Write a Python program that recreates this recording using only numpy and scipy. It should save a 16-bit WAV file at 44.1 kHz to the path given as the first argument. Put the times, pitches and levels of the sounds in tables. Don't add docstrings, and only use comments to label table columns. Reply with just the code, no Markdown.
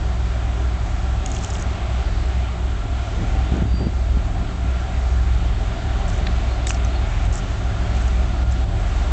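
import sys
import numpy as np
from scipy import signal
from scipy.fft import rfft, irfft, next_fast_len
from scipy.io import wavfile
from scipy.ndimage import uniform_filter1d

SR = 44100
rng = np.random.default_rng(int(sys.argv[2]) if len(sys.argv) > 2 else 0)


def ratio_of_db(decibels):
    return 10 ** (np.asarray(decibels, float) / 20)


def transcribe(signal):
    frames = np.atleast_2d(signal).T
    limited = np.clip(frames, -1, 1)
    pcm = np.round(limited * 32767).astype(np.int16)
    wavfile.write(sys.argv[1], SR, pcm)


N = 402191

# speed_turns_per_s, drift_turns_per_s2, hunt_swing_rad, hunt_hz, fastest_s
FRONT_CRANK = (6.8457, .001237, .1292, .8053, 3.5305)
REAR_CRANK = (6.6943, -.001642, .0836, .8077, 3.9804)
# order, front_db, rear_db, rear_lag_cycles (sets when the sections swell together)
STRONG_ORDERS = [(6, -29, -33.5, 0.0024), (8, -37, -38, -.26), (9, -24, -28.5, -0.39),
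                 (10, -33.5, -41.5, -0.61), (11, -38, -37.5, 0.17), (15, -34.5, -38.5, -0.11)]
# order, front_db
WEAK_ORDERS = [(3, -44.5), (4, -43), (5, -51.5), (7, -49), (12, -50), (13, -37.5), (14, -43.5), (16, -39.5),
               (17, -44.5), (18, -42.5)]
# start_s, speed_turns_per_s
THIRD_SPEED = [(0, 7.4676), (1.5, 7.2384), (3, 7.1118), (4.5, 6.9772), (6, 6.87), (7.5, 6.8685),
               (9.2, 6.8835)]
THIRD_ORDERS = {6: (-34, 0.037), 8: (-45.5, -0.3), 9: (-29.5, -.39), 15: (-44.5, -.04)}
# start_s, gain_db
THIRD_PIPE = [(0, -7), (1.3, -5.5), (2.2, 0), (5, 0.5), (6.5, -0.5), (9.12, -1)]
BLOWER_RATIO = (25.872, 25.864)
# front_db, rear_db
BLOWER_DB = (-41, -45)
# start_s, pitch_hz, level_db
GEARS = [(0, 1350, -59), (2, 1360, -55), (5, 1378, -53), (7.5, 1400, -54), (8.4, 1410, -56),
         (9.12, 1415, -62)]
# start_s, pitch_hz, level_db
MOAN = [(7.9, 225, -47), (7.97, 220.6, -39.5), (8.5, 211, -52)]
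# start_s, level_db
EFFORT = [(0, -40), (1.2, -39.5), (1.7, -38), (2.8, -40), (3.35, -38), (3.6, -38.5), (3.9, -41.5),
          (5.0, -39), (5.4, -39.5), (5.9, -38), (7.2, -37.5), (7.6, -39), (8.0, -37), (8.5, -39),
          (9.12, -37.5)]
# freq_hz, density_db_per_hz
ROAR_COLOUR = [(20, -18.5), (110, -21), (140, -26), (270, -27), (400, -30.5), (485, -39.5), (580, -30),
               (800, -33), (1010, -35.5), (1900, -38.5), (3400, -43), (5200, -50.5), (7400, -51.5),
               (8700, -59.5)]
# centre_hz, width_hz, level_db
BODY = [(687, 83, 1), (765, 48, -0.5), (1187, 140, -7), (1379, 100, -5), (3686, 160, -13),
        (385.5, 66, -3.5)]
# peak_s, change_db, release_s
DUCKS = [
    (3.63, -3, 0.31),
    (7.27, -4, .05),
    (8.435, -6, 0.06),
    (8.645, -5.5, 0.098),
]
# start_s, pitch_hz, level_db
SQUEAK = [(3.65, 4680, -60), (3.72, 4680, -52), (3.76, 4680, -44), (3.80, 4677, -47), (3.865, 4675, -48),
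          (3.9, 4680, -62)]
# start_s, level_db
WIND = [(3.1, -44), (3.22, -31.5), (3.48, -42), (3.58, -29), (3.7, -39), (3.86, -28), (3.95, -41),
        (4.17, -35.5), (4.75, -46)]
# start_s, peak_db
THUMPS = [(3.238, -19), (3.5175, -11), (3.536, -12), (3.578, -22), (3.615, -15), (3.6205, -10),
          (3.651, -15), (3.738, -16), (3.813, -14), (3.822, -18), (3.865, -8.5), (4.168, -14), (4.42, -21),
          (4.643, -19), (6.209, -19)]
# start_s, peak_db, ring_hz
TICKS = [(1.2602, -17, 6840), (1.3158, -20.5, 6770), (1.3364, -30.5, 6830), (1.347, -25, 6860),
         (1.364, -26.5, 6440), (1.3864, -32.5, 5760), (1.4366, -26.5, 7140), (1.4454, -18, 6750),
         (1.502, -22.5, 6800), (1.5063, -27.5, 5520), (1.5274, -33, 6640), (1.5355, -27.5, 6900),
         (1.5515, -27, 5570), (1.6114, -30.5, 6230), (1.623, -22.5, 6500), (2.256, -36, 7600),
         (3.567, -35, 6900), (6.0786, -30.5, 7650), (6.6685, -14.5, 7350), (6.6922, -17, 7206),
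         (6.6969, -18, 5970), (6.7058, -19.5, 6800), (6.744, -27.5, 5720), (6.847, -26, 6300),
         (7.2512, -30.5, 7830), (7.326, -27.5, 7094), (7.354, -21.5, 7340), (8.022, -32.5, 7500),
         (8.0785, -32, 6800), (8.522, -30.5, 7400)]
# start_s, peak_db
DULL_TICKS = [(1.2607, -31), (1.365, -28), (1.4455, -28), (1.552, -27), (6.6922, -29)]
# start_s, peak_db, low_hz, high_hz, high_db, rattle_s
KNOCKS = [
    (6.2665, -16.5, 2100, 3800, 1, .007),
    (6.667, -17, 2100, 3700, 4, .0075),
    (6.7053, -11, 1350, 2900, -4, .001),
]
# start_s, length_s, start_db, change_db
RUSTLE = [(1.255, .382, -44.5, -0.5), (6.081, .125, -43.5, -7), (6.672, 0.024, -36.5, -3.5),
          (6.701, .022, -35.5, 0), (6.722, .06, -43, -9.5), (7.329, .04, -44, 5), (7.363, .04, -38, -9),
          (7.947, .19, -48, -7), (8.51, .05, -41.5, -18), (8.75, .37, -53, -1.5)]
# pitch_hz, level_db
WHINE = [(7300, -69), (7677, -66.5), (7708, -67.5), (8292, -73), (8322, -72)]
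# start_s, pitch_hz, level_db
BIRDS = [
    [(6.485, 4000, -56), (6.51, 4200, -50), (6.545, 4320, -51), (6.575, 3980, -52)],
    [(6.735, 4450, -51), (6.755, 4420, -49), (6.775, 4000, -57)],
    [(6.885, 4000, -57), (6.91, 4240, -50), (6.93, 4000, -57)],
    [(6.945, 4600, -53), (6.962, 4350, -43), (6.985, 3970, -52)],
]

SURGE_DB, SURGE_LAG_S, APPROACH_DB_PER_S = .5, .1, .22
BLOWER_LAG_CYCLES = .19
PIPE_SPREAD_RAD = 1.2
HOLLOW_STEADY = .8
PUSH_S = .00162
TICK_SWELL_S, DULL_SWELL_S, TICK_KNOCK_DB = .0011, .0014, -12
HIT_T_S = np.arange(2000) / SR


def level(x, db):
    return x * ratio_of_db(db) / np.sqrt(np.mean(x ** 2))


def peak(x):
    return x / abs(x).max()


def band(x, hz, width_hz):
    edges_hz = np.clip([hz - width_hz / 2, hz + width_hz / 2], 5, .45 * SR)
    return signal.sosfilt(signal.butter(2, edges_hz, "band", fs=SR, output="sos"), x)


def noise_band(hz, width_hz):
    return level(band(rng.standard_normal(N), hz, width_hz), 0)


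def walk(rate_hz):
    k = int(SR / rate_hz)
    held = np.repeat(rng.standard_normal(N // k + 1), k)
    return 1.23 * uniform_filter1d(uniform_filter1d(held, k), k)[:N]


def curves(table):
    s, *columns = np.transpose(table)
    t = np.arange(N) / SR
    fade = np.minimum(t - s[0], s[-1] - t) / .004
    gate = np.clip(fade + (s[0] == 0) + (s[-1] > 9.1) * (t > s[0] + .1), 0, 1)
    return [np.interp(t, s, c) for c in columns] + [gate]


def tone(table):
    hz, db, gate = curves(table)
    out, on = np.zeros(N), gate > 0
    phase = 2 * np.pi * np.cumsum(hz[on]) / SR
    out[on] = np.sqrt(2) * gate[on] * ratio_of_db(db[on]) * np.sin(phase)
    return out


def add(out, s, x):
    i = int(s * SR)
    out[i:i + len(x)] += x[:N - i]


def hump(swell_s):
    u = HIT_T_S / swell_s
    return u * np.exp(1 - u)


def crank(speed, drift, swing_rad, hunt_hz, fastest_s):
    s = np.arange(N) / SR
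    hunt = 2 * np.pi * hunt_hz * (s - fastest_s)
    surge_db = SURGE_DB * np.cos(hunt - 2 * np.pi * hunt_hz * SURGE_LAG_S)
    approach_db = APPROACH_DB_PER_S * (s - s.mean())
    angle = 2 * np.pi * (speed * s + drift * s ** 2 / 2) + swing_rad * np.sin(hunt)
    return angle, ratio_of_db(surge_db + approach_db)


def drone():
    front, front_gain = crank(*FRONT_CRANK)
    rear, rear_gain = crank(*REAR_CRANK)
    third = 2 * np.pi * np.cumsum(curves(THIRD_SPEED)[0]) / SR
    pipe_db = curves(THIRD_PIPE)[0]
    ahead = ratio_of_db(BLOWER_DB[0]) * np.sin(BLOWER_RATIO[0] * front)
    behind = ratio_of_db(BLOWER_DB[1]) * np.sin(BLOWER_RATIO[1] * rear + 2 * np.pi * BLOWER_LAG_CYCLES)
    beside = np.zeros(N)
    for k, front_db, rear_db, lag in STRONG_ORDERS:
        k = round(k)
        spread = PIPE_SPREAD_RAD * k ** 2
        ahead += ratio_of_db(front_db) * np.sin(k * front + spread)
        behind += ratio_of_db(rear_db) * np.sin(k * rear + spread + 2 * np.pi * lag)
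        if k in THIRD_ORDERS:
            db, lag = THIRD_ORDERS[k]
            gain = ratio_of_db(db + (pipe_db if k == 9 else 0))
            beside += gain * np.sin(k * third + spread + 2 * np.pi * lag)
    for k, db in WEAK_ORDERS:
        k = round(k)
        front_phase, rear_phase = rng.uniform(0, 2 * np.pi, 2)
        ahead += ratio_of_db(db) * np.sin(k * front + front_phase)
        behind += ratio_of_db(db - 7.5) * np.sin(k * rear + rear_phase)
    return np.sqrt(2) * (front_gain * ahead + rear_gain * behind + beside)


def roar():
    effort_db, _ = curves(EFFORT)
    s = np.arange(N) / SR
    duck_db = sum(d * (s > at) * np.exp(-np.abs(s - at) / release) for at, d, release in DUCKS)
    db = effort_db + duck_db
    hollow_db = -HOLLOW_STEADY * duck_db
    wide, shared = np.zeros(N), walk(3.03)
    for hz in 25 * 2 ** np.arange(0, 8.7, .5):
        hollow_share = np.clip(np.log2(1100 / hz), 0, 1)
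        hiss_share = np.clip(np.log2(hz / 4500) * 2, 0, 1)
        gain_db = hollow_share * hollow_db - .22 * hiss_share * (db - db.mean())
        gain_db = gain_db + .3 * shared + 1.13 * walk(12)
        wide += ratio_of_db(gain_db) * np.sqrt(hz) * noise_band(hz, .32 * hz)
    colour_hz, colour_db = np.transpose(ROAR_COLOUR)
    size = 2 * next_fast_len(N // 2 + 1)
    log_hz = np.log(np.arange(1, size // 2 + 2) * SR / size)
    colour = ratio_of_db(np.interp(log_hz, np.log(colour_hz), colour_db))
    wide = irfft(rfft(wide, size) * colour, size)[:N]
    wide = wide / np.std(band(wide, 2700, 3400))
    body = np.zeros(N)
    for hz, width_hz, body_db in BODY:
        body += ratio_of_db(body_db + (hz < 1000) * hollow_db + 1.5 * walk(6)) * noise_band(hz, width_hz)
    return ratio_of_db(db) * (ratio_of_db(-.5) * wide + ratio_of_db(-6) * body)


def running_gear():
    gears = tone(GEARS) * (1 + .8 * walk(25))
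    return gears + tone(MOAN) + tone(SQUEAK)


def wind():
    db, gate = curves(WIND)
    turbulence = rng.standard_normal(N) * ratio_of_db(5.1 * walk(40))
    out = gate * ratio_of_db(db) * level(band(turbulence, 187, 220), 0)
    u = np.arange(int(8 * PUSH_S * SR)) / SR / PUSH_S - 2
    width = np.where(u < .5, 1, .42)
    push = np.exp(-((u - .5) / width) ** 2)
    suction = np.exp(-(u - 1.7) ** 2)
    for s, peak_db in THUMPS:
        add(out, s, ratio_of_db(peak_db) * (push - .7 * suction))
    return out


def ticks():
    out = np.zeros(N)
    for s, db, ring_hz in TICKS:
        burst = rng.standard_normal(len(HIT_T_S)) * hump(TICK_SWELL_S)
        snap = peak(band(burst, 7000, 3800))
        ring = peak(band(burst, ring_hz, 830))
        low = peak(band(burst, 3000, 1600))
        add(out, s, ratio_of_db(db) * (peak(snap + .88 * ring) + ratio_of_db(TICK_KNOCK_DB) * low))
    for s, db in DULL_TICKS:
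        burst = rng.standard_normal(len(HIT_T_S)) * hump(DULL_SWELL_S)
        add(out, s, ratio_of_db(db) * peak(band(burst, 3200, 900)))
    return out


def knocks():
    out = np.zeros(N)
    for s, db, low_hz, high_hz, high_db, rattle_s in KNOCKS:
        swell = np.abs(np.sin(np.pi * np.clip(HIT_T_S / rattle_s, 0, 1))) ** .6
        rattle = rng.standard_normal(len(HIT_T_S)) * swell
        low = peak(band(band(rattle, low_hz, 1300), low_hz, 1300))
        high = peak(band(band(rattle, high_hz, 1100), high_hz, 1100))
        crack = peak(band(band(rattle, 2900, 4200), 2900, 4200))
        add(out, s, ratio_of_db(db) * peak(low + ratio_of_db(high_db) * high + .8 * crack))
    return out


def rustle():
    grains = rng.standard_normal(N) * ratio_of_db(4 * walk(300))
    hiss = level(band(grains, 6650, 2900), 0)
    out = np.zeros(N)
    for s, length_s, start_db, change_db in RUSTLE:
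        db, gate = curves([(s, start_db), (s + length_s, start_db + change_db)])
        out += gate * ratio_of_db(db) * hiss
    return out


def whine():
    s = np.arange(N) / SR
    return sum(np.sqrt(2) * ratio_of_db(db + 1.1 * walk(5.3)) * np.sin(2 * np.pi * hz * s) for hz, db in WHINE)


def birds():
    return sum(tone(note) for note in BIRDS)


def scene():
    train = drone() + roar() + running_gear()
    camera = ticks() + knocks() + rustle() + whine()
    return (train + wind() + camera + birds())[None]


def top_cut(x):
    return signal.sosfilt(signal.butter(12, 8990, fs=SR, output="sos"), x)


def record(dry):
    dipped = dry - .35 * signal.lfilter(*signal.iirpeak(8060, 22, SR), dry)
    low_pass = signal.cheby2(10, 45, 9300, fs=SR, output="sos")
    mix = signal.sosfilt(low_pass, dipped) - .0024
    return top_cut(mix)


dry = scene()
out = record(dry)
transcribe(out)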